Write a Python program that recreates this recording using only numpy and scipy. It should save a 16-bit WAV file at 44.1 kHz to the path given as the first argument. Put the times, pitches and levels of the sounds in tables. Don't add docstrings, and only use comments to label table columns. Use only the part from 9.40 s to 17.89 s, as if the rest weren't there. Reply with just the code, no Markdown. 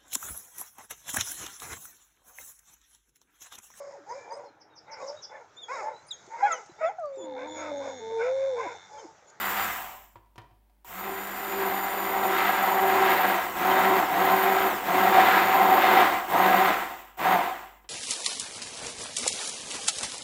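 import sys
import numpy as np
from scipy import signal
from scipy.fft import rfft, irfft, next_fast_len
from scipy.io import wavfile

SR = 44100
rng = np.random.default_rng(int(sys.argv[2]) if len(sys.argv) > 2 else 0)


def master(y):
    cut = np.clip(np.atleast_2d(y).T, -1, 1)
    pcm = np.round(cut * 32767)
    wavfile.write(sys.argv[1], SR, pcm.astype(np.int16))


N = 374409
TIME = np.arange(N) / SR


def from_db(db):
    return 10 ** (np.asarray(db) / 20)


def rms_one(x):
    return x / np.sqrt(np.mean(x ** 2) + 1e-20)


def drift(rate):
    step = 20
    pole = np.exp(-2 * np.pi * rate * step / SR)
    noise = rng.standard_normal(N // step + 4002)
    slow = signal.lfilter([1], [1, -2 * pole, pole * pole], noise)[4000:]
    return np.interp(np.arange(N) / step, np.arange(len(slow)), rms_one(slow))


def in_time(rows):
    s, *columns = np.transpose(rows)
    return [np.interp(TIME, s, column) for column in columns]


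def band(x, edges_hz, kind, order=4):
    return signal.sosfilt(signal.butter(order, edges_hz, kind, fs=SR, output="sos"), x)


def colour(x, spectrum, resonances=()):
    size = 2 * next_fast_len(N // 2 + SR // 4)
    hz = np.maximum(np.arange(size // 2 + 1) * SR / size, 1)
    points = np.array(spectrum)
    db = np.interp(np.log(hz), np.log(points[:, 0]), points[:, 1])
    for centre, width, lift in resonances:
        db = db + lift / (1 + (2 * (hz - centre) / width) ** 2)
    cepstrum = irfft(db * np.log(10) / 20)
    cepstrum[1:size // 2] *= 2
    cepstrum[size // 2 + 1:] = 0
    response = np.exp(rfft(cepstrum))
    return irfft(rfft(x, size) * response)[:N]


def kitchen(x, t60, wet_db, wall_hz):
    t = TIME[:SR // 2]
    tail = band(rng.standard_normal(len(t)), wall_hz, "low", order=1)
    tail = tail * from_db(-60 * t / t60) * (t > .004)
    tail = tail / np.sqrt(np.sum(tail ** 2))
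    return x + from_db(wet_db) * signal.fftconvolve(x, tail)[:N]


# (pressed t/s, released t/s, coasting time constant t/s,
# unbalance hum level/dB at reference load, before the shaft's trim)
BUTTON_PRESSES = [(-.5, .256, 0.29, -41), (1.446, 3.94, 0.41, -39), (4.15, 4.57, .38, -40.5),
                  (4.7, 5.272, 0.33, -42), (5.435, 6.61, .34, -42), (6.878, 7.26, 0.34, -36.5),
                  (7.77, 7.942, 0.3, -38)]
SPIN_UP_S = .04
FRICTION = .13


def motor_run():
    pace, inrush = np.zeros((2, N))
    for on, off, coast_s, _ in BUTTON_PRESSES:
        held = np.clip(TIME, on, off) - on
        lacking = (1 - np.interp(on, TIME, pace)) * np.exp(-held / SPIN_UP_S)
        fade = np.exp(-np.maximum(TIME - off, 0) / coast_s)
        coasting = (1 - lacking + FRICTION) * fade - FRICTION
        pace = np.where(TIME >= on, np.maximum(coasting, 0), pace)
        inrush = np.where(TIME >= on, lacking * (TIME < off), inrush)
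    return pace, inrush


def latest_press():
    rows = np.array(BUTTON_PRESSES)
    return rows[np.searchsorted(rows[:, 0], TIME, side="right") - 1].T


def impacts(turn, per_s, size_db, swing_db, clump_db, clump_rate, wash):
    struck = rng.random(N) < per_s / SR
    hits = struck * rng.standard_normal(N) * from_db(size_db * np.minimum(rng.exponential(1, N), 4))
    stream = rms_one(hits) + wash * rng.standard_normal(N)
    return rms_one(stream * from_db(swing_db * np.cos(turn) + clump_db * drift(clump_rate)))


# (f/Hz, relative level/dB)
CHURN_COLOUR = [(70, -44), (100, -16.5), (135, -18), (170, -9), (230, -11), (310, -5), (440, -2.5),
                (620, -6), (800, -1), (1100, -2.5), (1500, -7), (2200, -9), (2700, -13), (3600, -18),
                (4500, -24.5), (7000, -38.5)]
# (f/Hz, width f/Hz, lift level/dB above the broad colour)
BODY_RESONANCES = [(199.6, 63, 8.5), (344.2, 49, 14), (483, 38, 1.5), (587, 30, 6), (712, 60, 7.5),
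                   (774, 118, 7.5), (911, 29, 5), (1000, 86, 6), (1053, 20, 5), (1227, 130, 2.5),
                   (1230, 52, 2), (1382, 110, 4.5), (1565, 33, 5), (1632, 40, 7.5), (1893, 99, 3.5),
                   (2035, 108, 6), (3690, 78, 4)]


def churning(turn, deep, rattle, crackle):
    slaps = impacts(turn, per_s=1300, size_db=1, swing_db=0, clump_db=.5, clump_rate=26, wash=.67)
    pops = impacts(turn, per_s=1600, size_db=.3, swing_db=-1, clump_db=1.2, clump_rate=17.6, wash=1)
    heavy = colour(slaps, CHURN_COLOUR, BODY_RESONANCES)
    fine = colour(pops + .64 * slaps, CHURN_COLOUR, BODY_RESONANCES)
    low = rms_one(band(heavy, 621, "low", order=6))
    middle = rms_one(band(heavy, [590, 1200], "band"))
    high = rms_one(band(fine, 1197, "high", order=6))
    return from_db(-3.5) * deep * low + from_db(-5) * rattle * middle + from_db(-1.5) * crackle * high


# (multiple of the turning, level/dB against the rattle)
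SHAFT_OVERTONES = [(3, -19.5), (5, -14), (6, -26), (7, -19), (8, -24), (10, -23), (11, -27)]
HUM_POWER = 7.5


def shaft(turn, pace, once, twice, four, rattle, flutter_db, chop_db, wobble, speed_power):
    drive = pace ** speed_power
    choppy = rms_one(from_db(chop_db * drift(80)))
    orders = [(1, once * from_db(-4)),
              (2, twice * from_db(-.5)),
              (4, four * choppy * drive * from_db(-3.5))]
    orders += [(multiple, rattle * drive * from_db(db)) for multiple, db in SHAFT_OVERTONES]
    angle = turn + wobble * drift(16.6)
    tones = np.zeros(N)
    for multiple, gain in orders:
        flutter = from_db(flutter_db * drift(17))
        tones += gain * flutter * np.sin(multiple * angle + rng.uniform(0, 2 * np.pi))
    return np.sqrt(2) * tones * pace ** HUM_POWER


# (multiple of the turning, relative level/dB, level/dB lost per side order)
WHINE_ORDERS = [(24, -17, 11), (36, -10, 11), (39, -21, 5), (48, -9.5, 11), (60, -10, 5), (72, -7, 6),
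                (75, -15, 6), (84, -8, 7), (96, -7, 7), (108, -7, 7), (120, -7, 7), (132, -7, 7)]
# (f/Hz, relative level/dB)
HOUSING_COLOUR = [(1200, 3), (2800, 16.5), (4000, 1.5), (5600, -2.5), (7100, -1), (8300, -3.5), (9300, -2),
                  (10200, -10.5), (11700, -3.5), (12700, 1), (13700, 7.5), (14500, 2.5), (15600, -3.5)]
# (f/Hz, relative level/dB)
HISS_COLOUR = [(1500, 4.5), (3000, 4.5), (4500, -12), (5500, 0.5), (6300, -1), (7600, 6.5), (8600, -3),
               (10200, -8.5), (11700, 2), (12800, 3), (14200, 11), (15000, 14.5), (15700, 4), (17000, -37)]
MAINS_HZ = 50


def commutator(turn, whine_gain, hiss_gain, jitter, ripple, bounce, flutter_db):
    throb = np.sin(2 * np.pi * (2 * MAINS_HZ) * TIME)
    angle = turn + jitter * drift(25) + ripple * throb
    orders = np.arange(136)
    skirts = [from_db(db - skirt_db * abs(orders - multiple)) for multiple, db, skirt_db in WHINE_ORDERS]
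    strength = np.max(skirts, axis=0)
    size = 4096
    place = angle / (2 * np.pi) % 1 * size
    whine = np.zeros(N)
    for share in (1, bounce * drift(60), bounce * drift(60)):
        phases = np.exp(2j * np.pi * rng.random(len(orders)))
        one_turn = irfft(strength * phases, size) * size / 2
        whine += share * np.interp(place, np.arange(size), one_turn) / np.sqrt(1 + 2 * bounce ** 2)
    sparks = rng.standard_normal(N) * from_db(.8 * np.cos(turn) + flutter_db * drift(30))
    hiss = rms_one(colour(sparks, HISS_COLOUR))
    return whine_gain * colour(whine, HOUSING_COLOUR) + hiss_gain * hiss


# (f/Hz, relative level/dB)
ROOM_COLOUR = [(41, -21), (70, -3), (144, -20), (198, 2), (547, -15), (585, -15), (879, -6), (1080, -15),
               (2070, -18), (6570, -28), (15500, -20)]
ROOM_DB, HUM_DB, TONE_DB = -72.5, -63.5, -85.5
HUM_HZ, TONE_HZ = 51, 592


def background():
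    hum = np.sqrt(2) * np.sin(2 * np.pi * HUM_HZ * TIME + .2 * drift(3)) * from_db(.92 * drift(4))
    tone = np.sqrt(2) * np.sin(2 * np.pi * TONE_HZ * TIME)
    room = rms_one(colour(rng.standard_normal(N), ROOM_COLOUR))
    return from_db(ROOM_DB) * room + from_db(HUM_DB) * hum + from_db(TONE_DB) * tone


# (t/s, level/dB, crack level/dB and thump level/dB against that)
WAND_KNOCKS = [(.757, -39.5, -22, -12), (.858, -63, -6, -12), (0.958, -50, -3, -13), (.98, -32, -13, -13),
               (1.017, -54, -3, -13), (1.041, -49, -18, -6), (1.109, -56, -19, -1), (1.297, -64, -4, -22),
               (1.447, -50, -3, -30), (4.314, -14.5, -21.5, -37), (7.625, -46, -16, -32),
               (7.773, -55, -9, -30), (8.444, -45.5, -27, -27)]
# (f/Hz, mean level/dB against the knock, t60 t/s)
BEAKER_MODES = [(339, -16, 0.15), (728, -8, 0.099), (960, -2.5, 0.1), (1050, -26, 0.11),
                (1040, -19.5, 0.11), (1324, -44, 0.067), (3090, -22, 0.044), (3770, -44, 0.054)]


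def knocks(body_db, body_t60, crack_t60, thump_hz, thump_t60):
    out, t = np.zeros(N + SR), TIME[:SR // 2]
    shake = rms_one(colour(rng.standard_normal(N), CHURN_COLOUR))
    for s, db, crack_db, thump_db in WAND_KNOCKS:
        at = round(s * SR)
        body = np.roll(shake, at)[:len(t)] * from_db(body_db - 60 * t / body_t60)
        ring = np.zeros(len(t))
        for hz, mode_db, t60 in BEAKER_MODES:
            decay = from_db(mode_db + rng.normal(0, 5.9) - 60 * t / t60)
            ring += decay * np.sin(2 * np.pi * hz * t) * rng.choice([-1, 1])
        crack = band(rng.standard_normal(len(t)), [2200, 5200], "band", order=1)
        crack = crack * from_db(crack_db - 60 * t / crack_t60)
        thump = np.sin(2 * np.pi * thump_hz * t) * from_db(thump_db - 60 * t / thump_t60)
        out[at:at + len(t)] += from_db(db) * (body + ring + crack + thump)
    return out[:N]


# (t/s, turns per s)
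RUNNING_SPEED_CURVE = [(0, 198.5), (.3, 199), (1.6, 194.5), (1.8, 195), (1.95, 199), (2.1, 195.5),
                       (2.3, 193.5), (2.52, 196.6), (2.7, 193.6), (3, 191.7), (3.25, 193.5), (3.7, 191),
                       (4.9, 190.3), (5.26, 192.3), (5.7, 189.3), (6.28, 190.3), (6.6, 188.5), (7.9, 190)]
# (t/s, beaker rattle level/dB, crackle level/dB)
BLADE_LOAD = [(.25, -35.5, -30), (.55, -17.5, -28.5), (1.55, -41, -42.5), (1.7, -36, -37.5),
              (1.92, -43, -38.5), (2.25, -31.5, -32), (2.5, -32.5, -34), (2.82, -26, -32.5),
              (3, -29, -24.5), (3.42, -23, -30.5), (3.67, -25, -23.5), (4.15, -23, -29.5),
              (4.35, -20.5, -25.5), (4.9, -22, -27), (5.05, -22, -26.5), (5.45, -24, -28),
              (5.8, -17, -22.5), (5.93, -23.5, -21.5), (6.22, -20, -27), (6.6, -21.5, -19.5),
              (6.78, -16, -21.5), (6.9, -17, -25.5), (7.32, -21, -23), (7.9, -18, -26)]
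# (t/s, wing hum level/dB, deep churn level/dB)
WING_GRIP = [(.3, -62, -44), (1.55, -65, -49), (1.7, -35.5, -40.5), (1.92, -56, -46), (2.22, -30.5, -36),
             (2.45, -47, -40.5), (2.9, -31, -32), (3.2, -51, -34.5), (3.3, -35, -36.5),
             (3.62, -26.5, -29.5), (3.82, -47, -31), (4.52, -29.5, -31), (4.75, -33.5, -31),
             (5.05, -30, -31), (5.7, -32, -28.5), (6.25, -37, -28.5), (6.5, -32.5, -27), (7, -33, -28),
             (7.9, -41, -30)]
# (t/s, hiss level/dB at reference load, whine level/dB)
BRUSH_SEATING = [(.25, -35, -38), (1.5, -42, -46), (2.2, -41, -38.5), (3.3, -39.5, -38), (4.4, -38, -38.5),
                 (5.1, -39, -37), (5.7, -37.5, -39), (6.25, -39.5, -37.5), (7.1, -38, -38.5),
                 (7.9, -43, -39)]
REFERENCE_LOAD_DB = -20
DEEP_POWER, RATTLE_POWER, CRACKLE_POWER = 2.235, 2.32, 2.14
SLOSH_DB, SLOSH_RATE = .78, 5.9
BITE_RATTLE_DB, BITE_DEEP_DB, BITE_UNBALANCE_DB, BITE_S = -1.5, 2, 8.5, .42
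UNBALANCE_PER_LOAD, GROWL_DB, GROWL_PER_LOAD = .56, -21, 1.2
HISS_PER_LOAD, INRUSH_DB = .22, -54
WHINE_POWER, HISS_POWER, HISS_KNEE = 2.62, 1.79, .55


def scene():
    pace, inrush = motor_run()
    pressed_s, _, _, unbalance_db = latest_press()
    bite = np.exp(-(TIME - pressed_s) / BITE_S)
    running_speed, = in_time(RUNNING_SPEED_CURVE)
    rattle_db, crackle_db = in_time(BLADE_LOAD)
    wings_db, deep_db = in_time(WING_GRIP)
    hiss_db, whine_db = in_time(BRUSH_SEATING)
    turn = 2 * np.pi * np.cumsum(pace * running_speed) / SR

    slosh_db = SLOSH_DB * drift(SLOSH_RATE)
    rattle_db = rattle_db + BITE_RATTLE_DB * bite + slosh_db
    load_db = rattle_db - REFERENCE_LOAD_DB
    rattle = from_db(rattle_db) * pace ** RATTLE_POWER
    crackle = from_db(crackle_db) * pace ** CRACKLE_POWER
    deep = from_db(deep_db + BITE_DEEP_DB * bite + slosh_db) * pace ** DEEP_POWER
    unbalance = from_db(unbalance_db + UNBALANCE_PER_LOAD * load_db + BITE_UNBALANCE_DB * bite)
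    growl = from_db(GROWL_DB + GROWL_PER_LOAD * load_db)
    whine = from_db(whine_db) * pace ** WHINE_POWER
    hiss = from_db(hiss_db + HISS_PER_LOAD * (crackle_db - REFERENCE_LOAD_DB))
    hiss = hiss * np.tanh(pace / HISS_KNEE) ** HISS_POWER

    motor = commutator(turn, whine, hiss + from_db(INRUSH_DB) * inrush,
                       jitter=.002, ripple=.016, bounce=.4, flutter_db=1.1)
    touches = knocks(body_db=-10.5, body_t60=.09, crack_t60=.044, thump_hz=106, thump_t60=.22)
    hum = shaft(turn, pace, unbalance, from_db(wings_db), growl, rattle,
                flutter_db=1.9, chop_db=3.5, wobble=.14, speed_power=1)
    churn = churning(turn, deep, rattle, crackle)

    blender = kitchen(churn, t60=.3, wet_db=-11, wall_hz=5000)
    blender += kitchen(motor, t60=.2, wet_db=-9, wall_hz=9000)
    blender += kitchen(touches, t60=.54, wet_db=-12.5, wall_hz=4000)
    return (blender + hum + background())[None]


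def record(dry):
    return signal.sosfilt(signal.ellip(12, .1, 90, 15750, fs=SR, output="sos"), dry)


dry = scene()
out = record(dry)
master(out)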